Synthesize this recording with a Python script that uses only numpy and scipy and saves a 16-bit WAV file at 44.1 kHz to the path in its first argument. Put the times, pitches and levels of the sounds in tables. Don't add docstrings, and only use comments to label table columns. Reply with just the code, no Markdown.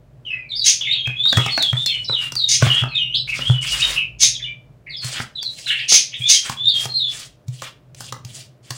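import sys
import numpy as np
from scipy import signal
from scipy.fft import rfft, irfft
from scipy.io import wavfile
from scipy.ndimage import uniform_filter1d

SR = 44100
rng = np.random.default_rng(int(sys.argv[2]) if len(sys.argv) > 2 else 0)


def boost(x):
    u = np.asarray(x, float) / 20
    return 10 ** u


def wav_record(signal):
    frames = np.transpose(np.atleast_2d(signal))
    bounded = np.clip(frames, -1, 1)
    quanta = np.round(bounded * 32767).astype(np.int16)
    wavfile.write(sys.argv[1], SR, quanta)


N = 386757
TIME = np.arange(N) / SR

# (start [s], glide [s], held [s], from pitch [Hz], to pitch [Hz], level on arrival [dB])
SWOOPS = [(0.25, 0.051, 0.27, 3150, 2620, -34.5), (0.492, 0.041, 0.0014, 4290, 3370, -31.5),
          (.548, 0.025, 0.012, 4300, 5030, -36), (0.583, 0.035, 0.018, 4960, 3880, -28.5),
          (1.765, 0.025, 0.066, 3400, 3633, -28), (2.045, 0.0093, 0.001, 5650, 3650, -28.5),
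          (2.361, 0.046, 0.095, 4785, 3818, -27.5), (2.713, 0.039, 0.13, 3500, 2834, -35),
          (2.886, 0.063, 0.0022, 4360, 3810, -41.5), (3.095, 0.062, 0.0015, 2853, 3270, -38),
          (3.14, 0.017, 0.004, 2890, 4645, -23), (3.169, 0.025, 0.02, 5190, 3970, -31.5),
          (3.794, 0.04, 0.0021, 2448, 3230, -25), (4.386, 0.021, 0.0025, 2630, 1675, -42.5),
          (4.896, 0.051, 0.016, 4640, 3380, -39), (4.966, 0.042, 0.033, 5110, 4295, -35.5),
          (5.351, 0.037, 0.019, 4085, 3406, -37.5), (5.412, 0.058, 0.023, 4800, 3916, -32.5),
          (5.66, 0.051, 0.0018, 4120, 2770, -30), (5.788, 0.0093, 0.003, 2700, 5100, -35)]
# (start [s], drop [s], end [s], high pitch [Hz], low pitch [Hz], level at the drop [dB])
STEPS = [(1.503, 1.591, 1.7, 4360, 3253, -23), (1.86, 1.875, 2.0, 3583, 2942, -30.5),
         (2.077, 2.122, 2.27, 3992, 2787, -30), (2.945, 2.959, 3.07, 3673, 2808, -26.5),
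         (4.327, 4.342, 4.37, 3810, 2470, -41), (4.42, 4.424, 4.458, 3590, 2450, -36.5),
         (6.882, 6.979, 7.09, 4203, 3410, -26.5)]
# (start [s], crest [s], start pitch [Hz], crest pitch [Hz], flick above it [Hz], level at the crest [dB])
ARCHES = [(.858, 0.921, 3550, 3732, 813.5, -23.5), (1.16, 1.28, 3300, 3830, 938.5, -21.5),
          (3.407, 3.485, 2794, 3400, 90, -27.5), (6.21, 6.284, 3243, 3670, 8, -24.5),
          (6.567, 6.682, 3360, 3715, 990.5, -21)]
# (start [s], length [s], pitch [Hz], first level [dB])
PIPS = [(.325, 0.054, 2026, -39.5), (1.057, 0.13, 2513, -33.5), (1.86, 0.03, 4260, -30),
        (2.915, 0.12, 2530, -31.5), (3.712, 0.04, 2883, -32.5), (3.824, 0.014, 3717, -17),
        (4.455, 0.064, 2363, -40), (5.706, 0.05, 2735, -30), (6.208, 0.041, 2416, -36.5)]
# (multiple of the pitch [times], level against the main tone [dB])
OVERTONES = [(2, -35), (3, -46)]
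# (start [s], end [s], bottom of band [Hz], top of band [Hz], level before it breaks up [dB])
BUZZES = [(.81, 0.958, 2037, 3890, -38), (1.395, 1.5, 2067, 4095, -35.5), (1.869, 1.964, 2003, 3040, -41.5),
          (2.675, 2.795, 2677, 3515, -28), (3.276, 3.348, 1990, 3040, -36),
          (3.613, 3.68, 2250, 3263, -36.5), (3.959, 4.03, 2330, 3173, -34.5),
          (4.864, 4.906, 1610, 2623, -47.5), (5.664, 5.835, 1864, 4210, -39.5),
          (6.12, 6.152, 1808, 4085, -39)]
# (start [s], swell [s], fade [s], level [dB])
SQUAWKS = [(0.629, 0.037, 0.046, -15.5), (2.477, 0.014, 0.069, -18.5), (4.184, 0.031, 0.049, -16.5),
           (5.871, 0.026, 0.073, -16), (6.258, 0.037, 0.064, -18.5)]
# (frequency [Hz], relative level [dB])
THROAT = [(1300, -46), (2000, -16.5), (3800, -7.5), (5300, -2.5), (6500, 1), (7600, -16), (10000, -18),
          (12500, -41)]
# (loudest [s], speeding up [s], slowing down [s], level [dB], hand weight: scrape against hiss [dB])
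SLIDES = [(1.379, 0.12, 0.39, -43, -20.5), (1.769, 0.021, 0.29, -45.5, -19.5), (2.225, 0.05, 0.068, -44, 6),
          (2.658, 0.056, 0.17, -34.5, 6), (3.36, 0.089, 0.24, -40.5, 1), (3.859, 0.25, 0.14, -27.5, -4),
          (5.17, 0.16, 0.072, -34, -2), (5.598, 0.108, 0.28, -43, -20), (6.219, 0.0634, 0.08, -47.5, -13),
          (6.499, 0.085, 0.048, -36.5, 1), (6.829, 0.092, 0.043, -31, -12.5), (7.16, 0.087, 0.12, -35, -12),
          (7.6, 0.134, 0.12, -49.5, -41), (7.652, 0.037, 0.049, -42, 5.5), (8.06, 0.1, 0.048, -40.5, -26.5),
          (8.38, 0.14, 0.094, -43, -14), (8.71, 0.084, .14, -50, -7.5)]
# (frequency [Hz], relative level [dB])
RUB = [(500, -15), (1200, -30), (3000, -10.5), (6500, -10), (10000, -15.5), (12500, -34), (15000, -29.5)]
# (time [s], knock [dB], table boom [dB], edge tick [dB])
TAPS = [(1.073, -21.5, -22.5, -35.5), (1.255, -26, -60.5, -37), (1.327, -10.5, -46, -23.5),
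        (1.371, -6.5, -9, -16), (1.382, -9, -12.5, -33.5), (1.405, -34, -35.5, -34.5),
        (1.462, -15.5, -27.5, -26.5), (1.576, -8, -59, -26.5), (1.625, -28, -46, -18),
        (1.729, -16.5, -16, -36), (1.861, -58, -42, -18.5), (2.095, -18.5, -28, -45),
        (2.321, -30.5, -63, -26), (2.354, -32.5, -48, -24.5), (2.623, -8.5, -7, -25.5),
        (2.667, -15, -10.5, -49.5), (2.821, -21.5, -16, -73.5), (2.836, -15.5, -46.5, -37),
        (3.39, -19, -39.5, -39.5), (3.497, -20, -6.5, -85), (5.045, -67, -26, -25),
        (5.201, -11.5, -31.5, -60.5), (5.429, -59, -57, -28), (5.92, -17.5, -41, -45),
        (6.2, -55, -28.5, -71.5), (6.496, -10.5, -31.5, -23), (6.855, -20, -30, -26.5),
        (7.482, -49.5, -21.5, -38), (7.62, -22, -41, -30.5), (7.947, -59, -39, -40),
        (8.006, -27, -80.5, -30), (8.124, -20.5, -43.5, -27.5), (8.249, -45, -29, -33.5),
        (8.706, -21.5, -29.5, -22.5)]
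# (frequency [Hz], level [dB], time to fall 60 dB [s])
DECK = [(310, -8.5, 0.04), (706, -3, 0.016), (1179, 3.5, 0.013), (1630, 11.5, 0.008)]
# (frequency [Hz], level [dB], time to fall 60 dB [s])
TABLE = [(126.35, 6.5, 0.22), (143.2, -10.5, 0.42), (241.2, -19, 0.16)]
# (frequency [Hz], level [dB])
STAND = [(45, -33), (100, -1)]
# (time [s], table murmur [dB], stand rumble [dB])
HANDS = [(0.0, -51, -55), (2.66, -45.5, -58.5), (3.76, -42.5, -46.5), (6.45, -58, -79), (6.67, -45, -62.5),
         (7.45, -57.5, -65.5), (8.33, -43.5, -69), (8.77, -64, -77.5)]
# (frequency [Hz], relative level [dB])
HUSH = [(30, -51.5), (70, -22.5), (200, -19), (650, -24), (800, -30), (4000, -46), (10000, -54),
        (15000, -58)]
# (frequency [Hz], level [dB])
HUM = [(600, -71)]


def unit(x):
    return x / np.sqrt(np.mean(x ** 2))


def colour(x, points):
    hz, db = np.transpose(points)
    gain_db = np.interp(np.log(np.fft.rfftfreq(N, 1 / SR) + 1), np.log(hz), db)
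    return irfft(rfft(x) * boost(gain_db), N)


def ring(x, modes):
    out = 0
    for hz, db, t60 in modes:
        pole = np.exp(2j * np.pi * hz / SR - np.log(1000) / (t60 * SR))
        out = out + boost(db) * signal.lfilter([1], [1, -pole], x).imag
    return out


def walk(rate):
    k = int(SR / rate)
    smooth = uniform_filter1d(rng.standard_normal(N), k)
    return unit(uniform_filter1d(smooth, k))


def grit(spread_db):
    size = np.minimum(rng.exponential(size=N), 7)
    return unit(rng.standard_normal(N) * boost(spread_db * size))


def whistles():
    out, tremble, flutter = np.zeros(N), walk(210), walk(230)
    rasp = 1 + 0.15 * walk(1200)
    for t, hz, db in song():
        start = round(t[0] * SR)
        at = slice(start, start + len(t))
        phase = 2 * np.pi * np.cumsum(hz * (1 + 0.0044 * tremble[at])) / SR
        tone = np.sin(phase) + sum(boost(d) * np.sin(k * phase) for k, d in OVERTONES)
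        edges = np.clip(np.minimum((t - t[0]) / 0.0017, (t[-1] - t) / 0.0065), 0, 1)
        flutter_db = 4.5 * flutter[at]
        out[at] += np.sqrt(2) * tone * rasp[at] * edges * boost(db + flutter_db)
    return out


def song():
    yield from swoops()
    yield from steps()
    yield from arches()
    yield from pips()


def swoops():
    swell_db, fade_db_per_s, sag_hz_per_s = 5.5, 141.5, 1750
    for s, glide, held, from_hz, to_hz, db in SWOOPS:
        t = TIME[int(s * SR):int((s + glide + held) * SR)]
        way = np.clip((t - s) / glide, 0, 1)
        after = np.clip(t - s - glide, 0, 1)
        hz = from_hz + (to_hz - from_hz) * way - sag_hz_per_s * after
        yield t, hz, db - swell_db * (1 - way) - fade_db_per_s * after


def steps():
    swell_db_per_s, drop_s, fade_db_per_s = 172, 0.029, 81
    for s, drop, end, high_hz, low_hz, db in STEPS:
        t = TIME[int(s * SR):int(end * SR)]
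        before = np.clip(drop - t, 0, 1)
        after = np.clip(t - drop, 0, 1)
        hz = low_hz + (high_hz - low_hz) * np.exp(-(after / drop_s) ** 1.2)
        yield t, hz, db - swell_db_per_s * before - fade_db_per_s * after


def arches():
    climb_db_per_s, fade_db_per_s, flick_s, sink_s = 155, 30, 0.0089, 0.04
    sink_share, sunk_db, sunk_s = 0.13, -8.5, 0.14
    for s, crest, start_hz, crest_hz, flick_hz, db in ARCHES:
        t = TIME[int(s * SR):int((crest + sunk_s) * SR)]
        before = np.clip(crest - t, 0, 1)
        after = np.clip(t - crest, 0, 1)
        flick = np.clip(1 - abs(after / flick_s - 1), 0, 1)
        sunk = 1 - np.exp(-(after / sink_s) ** 2.4)
        climb_hz = (crest_hz - start_hz) * before / (crest - s)
        hz = crest_hz * (1 - sink_share * sunk) - climb_hz + flick_hz * flick
        fall_db = sunk_db * np.clip(after / flick_s, 0, 1) - fade_db_per_s * after
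        yield t, hz, db - climb_db_per_s * before + fall_db


def pips():
    fade_db_per_s = 129.5
    for s, length, hz, db in PIPS:
        t = TIME[int(s * SR):int((s + length) * SR)]
        yield t, hz + 0 * t, db - fade_db_per_s * (t - s)


def buzzes():
    swing = np.clip(0.5 * walk(250), -1.3, 1.3)
    out = np.zeros(N)
    for start, end, low_hz, high_hz, db in BUZZES:
        at = slice(int(start * SR), int(end * SR))
        hz = low_hz + (high_hz - low_hz) * (1 + swing[at]) / 2
        phase = 2 * np.pi * np.cumsum(hz) / SR
        tone = np.sin(phase) + boost(OVERTONES[0][1]) * np.sin(2 * phase)
        out[at] += boost(db) * np.hanning(len(phase)) ** 0.015 * tone
    return np.sqrt(2) * out * boost(5.1 * walk(200))


def squawks():
    effort = np.zeros(N)
    for s, rise, fade, db in SQUAWKS:
        swell = np.clip((TIME - s) / rise, 0, 1) ** 2
        effort += boost(db) * swell * np.exp(-np.clip((TIME - s - rise) / fade, 0, 9) ** 2)
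    flapping = grit(2.6) * boost(5 * walk(300))
    return effort * unit(colour(flapping, THROAT))


def slides():
    hiss = np.zeros(N)
    for hz in 700 * 2 ** np.arange(0, 5, 0.7):
        band = colour(grit(3.6), [(hz / 2, -20), (hz, 0), (2 * hz, -20)])
        hiss += band * boost(4 * walk(45))
    hiss = unit(colour(hiss, RUB)) * boost(2.5 * walk(60))
    scrape = colour(grit(1.0), [(250, -7.5), (600, -12.5), (1300, 3.5), (3500, 7.0), (7000, -24.5)])
    scrape = unit(scrape) * boost(3.06 * walk(46))
    out = np.zeros(N)
    for s, rise, fall, db, weight_db in SLIDES:
        loudness = np.interp(TIME, [s - rise, s, s + fall], [0, 1, 0]) ** 0.57
        out += boost(db) * loudness * (hiss + boost(weight_db) * scrape)
    return out


def taps():
    deck_db, edge_db = -25, 5.5
    knock, boom, tick = np.zeros((3, N + 4096))
    t = TIME[:220]
    burst = np.exp(-t / 0.0034) * np.clip(t / 0.00013, 0, 1)
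    push = burst * np.clip(t / 0.002, 0, 1)
    cracks = rng.standard_normal((len(TAPS), 220))
    chances = rng.random((len(TAPS), 5, 3))
    for (s, knock_db, boom_db, tick_db), crack, chance in zip(TAPS, cracks, chances):
        boom[int(s * SR)] += boost(boom_db)
        blow = np.pad(push * (crack - push @ crack / push.sum()), (0, 1828))
        bounces = chance * (0.04, -14, 1) - (0, 10, 0)
        for lag, loss_db, grip in [(0, 0, chance[0, 2]), *bounces]:
            i = int((s + lag) * SR)
            held = [(hz * (0.68 + 0.5 * grip), db, t60) for hz, db, t60 in DECK]
            knock[i:i + 2048] += boost(knock_db + loss_db) * ring(blow, held)
            tick[i:i + 220] += boost(tick_db + 2 * loss_db) * burst * crack[::-1]
    palm = np.hanning(int(0.0062 * SR))
    boom = np.convolve(boom, palm / palm.sum())[:N]
    edges = colour(tick[:N], [(1500, -7.5), (6000, 4.0), (12000, -15.0)])
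    clicks = boost(deck_db) * knock[:N] + boost(edge_db) * edges
    return clicks, ring(boom, TABLE)


def hands():
    s, table_db, stand_db = np.transpose(HANDS)
    stirring = rng.standard_normal(N) * boost(0.91 * walk(9.6))
    murmur = unit(colour(ring(stirring, TABLE), STAND))
    rumble = unit(colour(rng.standard_normal(N), [(20, -60.5), (55, 0.5), (90, -44.5), (200, -91)]))
    return murmur * boost(np.interp(TIME, s, table_db)) + rumble * boost(np.interp(TIME, s, stand_db))


def hush():
    level_db = -60 + 0.26 * walk(16)
    return boost(level_db) * unit(colour(rng.standard_normal(N), HUSH))


def hum():
    return sum(np.sqrt(2) * boost(db) * np.sin(2 * np.pi * hz * TIME) for hz, db in HUM)


def room(x, wet_db):
    t60_s, treble_t60_s = 0.28, 0.23
    t = TIME[:SR // 2]
    noise = rng.standard_normal(len(t))
    low = signal.sosfilt(signal.butter(3, 7600, fs=SR, output="sos"), noise)
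    tail = low * np.exp(-np.log(1000) * t / t60_s)
    tail += (noise - low) * np.exp(-np.log(1000) * t / treble_t60_s)
    tail *= np.clip(t / 0.0025, 0, 1)
    return x + boost(wet_db) * signal.fftconvolve(x, tail / np.linalg.norm(tail))[:N]


def scene():
    bird = whistles() + buzzes() + squawks()
    clicks, boom = taps()
    cards = slides() + clicks
    background = hands() + hush() + hum()
    return (room(bird, 5.5) + room(cards, -5.5) + colour(boom, STAND) + background)[None]


def top_cut(x):
    return signal.sosfilt(signal.butter(12, 17070, fs=SR, output="sos"), x)


def record(dry):
    top = 0.9
    rounded = top * np.tanh(dry[0] / top)
    finished = colour(rounded, [(13500, 2.5), (15000, 8.0), (15800, 6), (16100, -30)])
    return top_cut(finished[None])


dry = scene()
out = record(dry)
wav_record(out)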